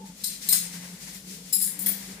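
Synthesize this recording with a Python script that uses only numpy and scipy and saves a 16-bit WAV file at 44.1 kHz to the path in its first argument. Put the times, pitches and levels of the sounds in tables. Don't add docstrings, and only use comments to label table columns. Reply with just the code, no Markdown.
import sys
import numpy as np
from scipy import signal
from scipy.fft import rfft, irfft
from scipy.io import wavfile
from scipy.ndimage import uniform_filter1d

SR = 44100
rng = np.random.default_rng(int(sys.argv[2]) if len(sys.argv) > 2 else 0)


def output_pcm(signal):
    pcm = np.clip(np.atleast_2d(signal).T, -1, 1) * 32767
    wavfile.write(sys.argv[1], SR, np.round(pcm).astype(np.int16))


N = 97020
TIME = np.arange(N) / SR
BIN_HZ = np.maximum(np.arange(N // 2 + 1) * SR / N, 1)


def from_db(db):
    return 10 ** (np.asarray(db) / 20)


def unit_rms(x):
    return x / np.sqrt(np.mean(x ** 2) + 1e-20)


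def at_hz(points, hz=BIN_HZ):
    f, values = np.transpose(points)
    return np.interp(np.log(hz), np.log(f), values)


def pan(left_db):
    return from_db(np.array([[.5], [-.5]]) * left_db)


def decay(start, t60):
    return (TIME >= start) * np.exp(-np.log(1000) * np.maximum(TIME - start, 0) / t60)


def noise(colour_db):
    return unit_rms(irfft(rfft(rng.standard_normal(N)) * from_db(colour_db), N))


# f/Hz, likeness (capped at 1)
LIKENESS = [(50, 0.8), (200, 1.15), (400, 1.3), (700, 0.19), (1500, 0), (15000, 0)]
# f/Hz, level/dB
LEFT_LEAN = [(50, .3), (300, 2.1), (700, 1.6), (1600, 6.6), (3500, 4.4), (7000, 4.1), (10000, 10.3),
             (14000, 12.5)]
def diffuse(colour_db):
    mid, side = rfft(rng.standard_normal((2, N)))
    alike = np.clip(at_hz(LIKENESS), -1, 1)
    both = np.sqrt(1 + alike) * mid + np.sqrt(1 - alike) * side * [[1], [-1]]
    return unit_rms(irfft(both * from_db(colour_db) * pan(at_hz(LEFT_LEAN)), N))


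def resonance_db(hz, width_hz):
    return -20 * np.log10(1 + ((BIN_HZ - hz) / width_hz) ** 2)


# peak t/s, length/s, f/Hz, width/Hz, level/dB
SWELLS = [(.01, 0.051, 438, 49, -52), (0.039, 0.08, 869, 22, -48.5), (1.294, 0.046, 335, 27, -54.5),
          (1.358, 0.12, 438, 49, -58.5), (1.792, 0.049, 303, 18, -54.5), (1.889, 0.069, 293, 22, -51),
          (1.88, 0.081, 460, 44, -57), (1.887, 0.093, 668, 23, -58.5), (2.105, 0.091, 278, 25, -55),
          (2.115, 0.061, 432.3, 34.5, -53.5)]
def swells():
    out = 0
    for t, length, hz, width, db in SWELLS:
        envelope = np.exp(-2 * ((TIME - t) / length) ** 2)
        out += from_db(db) * envelope * diffuse(resonance_db(hz, width))
    return out


# f/Hz, relative level/dB
AIR_SPECTRUM = [(25, -30), (50, 5), (80, -1), (125, -0.5), (220, 4.5), (350, -2), (480, 0), (700, -5),
                (1200, -8.5), (2000, -11), (2800, -6.5), (7000, -5), (15000, -20)]
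# f/Hz, width/Hz, level/dB
DUCT_MODES = [(48.3, 7.9, -67), (167, 7, -57.5), (174.4, 27, -63.5), (198.7, 12.4, -54.5),
              (263.7, 3.1, -65), (293.4, 5.1, -71.5)]
# t/s, relative level/dB, f/Hz
FAN_HUM = [(0.0, -53, 181), (0.042, -35, 201), (0.08, -52, 181.5), (0.101, -35, 185), (0.17, -85, 178.6),
           (0.2, -71, 180.4), (0.31, -48, 175.2), (0.38, -76, 187.2), (0.458, -45.5, 176),
           (0.76, -41.5, 176.1), (0.91, -45.5, 179.4), (0.95, -37, 178), (0.98, -65, 196.5),
           (1.039, -42, 176.8), (1.08, -63, 200.3), (1.16, -45.5, 185.2), (1.19, -54, 186.2),
           (1.27, -42.5, 182.3), (1.32, -39, 192.6), (1.38, -59, 191.9), (1.46, -43.5, 185.8),
           (1.51, -60, 187.5), (1.59, -42, 192.5), (1.72, -50.5, 188.2), (1.81, -43, 180.3),
           (1.839, -38.5, 194.9), (1.991, -45, 194.5), (2.081, -43, 190), (2.16, -48, 177.7),
           (2.2, -66, 181)]
def vent(air_db=-52.5, hum_trim_db=-2):
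    air = from_db(air_db) * diffuse(at_hz(AIR_SPECTRUM))
    duct = sum(from_db(db) * diffuse(resonance_db(hz, width)) for hz, width, db in DUCT_MODES)
    t, db, hz = np.transpose(FAN_HUM)
    phase = 2 * np.pi * np.cumsum(np.interp(TIME, t, hz)) / SR
    hum = from_db(hum_trim_db + np.interp(TIME, t, db)) * np.sqrt(2) * np.sin(phase)
    return air + duct + hum * pan(left_db=1.5)


def evened(response, band_hz=70):
    spectrum = rfft(response)
    power = uniform_filter1d(np.abs(spectrum) ** 2, size=int(band_hz * N / SR))
    broad = uniform_filter1d(power, size=int(10 * band_hz * N / SR))
    return irfft(spectrum * np.sqrt(broad / power), N)[:, :N // 2]


# f/Hz, T60/s
ROOM_T60 = [(200, 0.13), (2000, 0.43), (8000, 0.35), (15000, 0.24)]
def kitchen(x, build_s=0.0083, early_s=0.0037):
    wash = rfft(diffuse(0))
    half_octave = np.clip(np.round(2 * np.log2(BIN_HZ / 1000)), 0, 8)
    tail = 0
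    for k in np.unique(half_octave):
        band = half_octave == k
        tail += irfft(wash * band, N) * decay(0, at_hz(ROOM_T60, BIN_HZ[band].mean()))
    tail = unit_rms(tail * (1 - np.exp(-TIME / build_s))) / np.sqrt(N)
    early = unit_rms(diffuse(0) * TIME * np.exp(-2 * TIME / early_s)) / np.sqrt(N)
    direct = (TIME == 0) * from_db(-5) * pan(left_db=13) / np.sqrt(2)
    response = evened(direct + from_db(-0.5) * tail + from_db(-2.5) * early)
    return signal.fftconvolve(x[None], response, axes=1)[:, :N]


# peak t/s, length/s, hiss level/dB, rustle level/dB
STROKES = [(0.074, 0.023, -44, -59), (0.222, 0.089, -43, -85), (0.318, 0.083, -38, -87),
           (0.436, 0.026, -33.5, -55), (0.512, 0.09, -33.5, -51), (0.65, 0.046, -37, -48.5),
           (0.746, 0.049, -37, -45.5), (0.848, 0.063, -41.5, -47), (0.938, 0.1, -46, -54),
           (1.032, 0.036, -38, -50.5), (1.09, 0.022, -36.5, -45.5), (1.149, 0.037, -39.5, -51.5),
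           (1.32, 0.092, -39.5, -67), (1.49, 0.1, -43, -63), (1.774, 0.12, -46.5, -50),
           (1.895, 0.12, -38.5, -49), (2.026, 0.12, -41, -49), (2.115, 0.061, -43.5, -50.5),
           (2.193, 0.059, -58, -47.5)]
# f/Hz, relative level/dB
HISS_SPECTRUM = [(600, -22), (1200, -15.5), (2000, -1), (2800, -3), (4500, 3), (7500, 3), (10000, -1),
                 (15000, -9.5)]
RUSTLE_SPECTRUM = [(50, -37), (130, 7.5), (290, -15.5), (450, 1), (600, -6.5), (850, -0.5), (1250, -7.5),
                   (2000, 2.5), (4000, -20.5)]
def palm_rubs(linger_s=0.026):
    power = np.zeros((2, N))
    for t, length, hiss_db, rustle_db in STROKES:
        swell = np.exp(-(2 * (TIME - t + linger_s / 2) / length) ** 2)
        power += swell * from_db([[hiss_db], [rustle_db]]) ** 2
    pole = np.exp(-1 / (linger_s * SR))
    hiss, rustle = np.sqrt(signal.lfilter([1 - pole], [1, -pole], power + 1e-18))
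    return hiss * diffuse(at_hz(HISS_SPECTRUM)) + rustle * diffuse(at_hz(RUSTLE_SPECTRUM))


# t/s, level/dB
PATS = [(0.531, -42), (.542, -44), (1.861, -49), (1.895, -48)]
# f/Hz, relative level/dB
PAT_SPECTRUM = [(50, -23), (150, -13), (250, -2), (450, 1), (750, 9.5), (1000, -11), (1500, 10),
                (2500, -23), (5000, -45)]
def palm_pats(t60=0.048):
    return sum(from_db(db) * noise(at_hz(PAT_SPECTRUM)) * decay(t, t60) for t, db in PATS)


BANGLE_MODES = { "first": [(3986, -14, 0.17), (4150, -11, 0.049), (4260, -6, 0.061), (5080, -10, 0.049),
                (7560, -8, 0.094), (8600, -17, .08), (8940, -4, .16), (9044, -13, .08), (10140, -26, 0.047),
                (12440, -11.5, 0.096), (12600, -20, .11), (12900, -13, .14), (13870, 3, 0.059),
                (15470, -22, .07)], "second": [(3963, -19, 0.052), (4184, -11.5, 0.034),
                (5093, -6.5, 0.097), (5150, -9.5, 0.028), (6903, -7.5, 0.11), (7410, -4, 0.034),
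                (7546, -1.5, 0.057), (8000, -5, 0.036), (10000, -11.5, 0.064), (11150, -5, .1),
                (11138, -3, 0.057), (12180, -5.5, 0.032), (12200, -7, .03), (14190, -4, 0.04)],
                "third": [(3347, -3.5, 0.011), (10370, -2.5, 0.046), (10800, -10, 0.022), (11200, -14, .04),
                (11950, 1.5, 0.026), (13800, -14, 0.042), (13900, -3, 0.037), (14500, -3, 0.045),
                (15100, -9, .035)], "fourth": [(3630, -8.5, 0.046), (4164, -7, 0.077), (4640, -12, 0.071),
                (5086, 4, 0.035), (5140, -2, .025), (5530, -5.5, 0.037), (6610, 1.5, 0.074), (7680, 3, .07),
                (8850, 1.5, 0.11), (10700, -8, 0.3), (12570, 5, 0.047), (14100, 0, .06), (14800, -11, .09)]}
CLASH_SPECTRA = { "first": [(500, -45), (1200, -28), (1800, -20), (2800, -23), (4200, -1), (5900, -7.5),
                 (8500, 4), (11500, -5.5), (12800, -13), (15500, -3)], "second": [(1100, -34),
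                 (1700, -16.5), (2900, -19.5), (4400, -10), (5900, -17.5), (8200, 1.5), (9600, 1),
                 (11300, 4), (13300, -10), (15500, 1.5)], "third": [(500, -43), (1200, -20), (1800, -9),
                 (2800, -23), (4200, -7.5), (5900, -8), (8200, -1), (11000, -2.5), (13000, -1), (15500, 2)],
                 "fourth": [(500, -43), (1200, -14.5), (1800, -11.5), (2800, -15), (4200, -11.5),
                 (5900, -9), (7800, -0.5), (11000, 0), (13000, -4), (15500, 0)]}
# t/s, bangle, relative ring level/dB, relative clash level/dB, tilt/(dB/octave)
CLINKS = [(0.2372, "first", -25.5, -30, -2.5), (0.242, "first", -26.5, -20, -0.5),
          (0.488, "first", -14, -14, 3), (0.526, "fourth", -28, -11, -0.5),
          (0.5297, "fourth", -23.5, -18, -1.5), (0.542, "third", -26, -23.5, -3),
          (1.526, "second", -20, -30, 2.5), (1.531, "second", -17.5, -15, 0.5),
          (1.603, "second", -45, -21.5, -1.5), (1.614, "second", -27, -19, 0.5),
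          (1.624, "second", -30.5, -14.5, 4), (1.642, "second", -40, -17, 3),
          (1.674, "second", -50, -24.5, -3), (1.146, "third", -45, -36, -1),
          (1.7913, "first", -30, -20.5, 8.5), (1.802, "second", -32.5, -33, 12),
          (1.861, "third", -15, -19, 1.5), (1.867, "third", -21.5, -19, -1.5),
          (1.883, "third", -35, -14, 14)]
def bangles(contact_s=0.0009, pivot_hz=9500, low_cut_hz=1380, spread_db=2.05):
    out, age = np.zeros(N), TIME[:SR // 2]
    attack = 1 - np.exp(-age / contact_s)
    for t, bangle, ring_db, clash_db, tilt in CLINKS:
        ring, start = np.zeros(N + SR), int(t * SR)
        for hz, db, t60 in BANGLE_MODES[bangle]:
            mode_db = ring_db + db + tilt * np.log2(hz / pivot_hz) + spread_db * rng.standard_normal()
            envelope = attack * np.exp(-np.log(1000) * age / t60)
            ring[start:start + len(age)] += from_db(mode_db) * envelope * np.sin(2 * np.pi * hz * age)
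        octaves = np.log2(np.maximum(BIN_HZ, low_cut_hz) / pivot_hz)
        clash = from_db(clash_db) * noise(at_hz(CLASH_SPECTRA[bangle]) + tilt * octaves)
        tick = from_db(-5.5) * decay(t, t60=0.0066)
        out += ring[:N] + clash * (decay(t, t60=0.056) + tick)
    return signal.sosfilt(signal.butter(2, low_cut_hz, "high", fs=SR, output="sos"), out)


def scene():
    pats = palm_pats()
    through_room = kitchen(bangles() + from_db(-8.5) * pats)
    return through_room + pan(left_db=7) * pats + palm_rubs() + vent() + swells()


def record(dry, cutoff_hz=15480):
    return signal.sosfiltfilt(signal.ellip(10, .05, 60, cutoff_hz, fs=SR, output="sos"), dry)


dry = scene()
out = record(dry)
output_pcm(out)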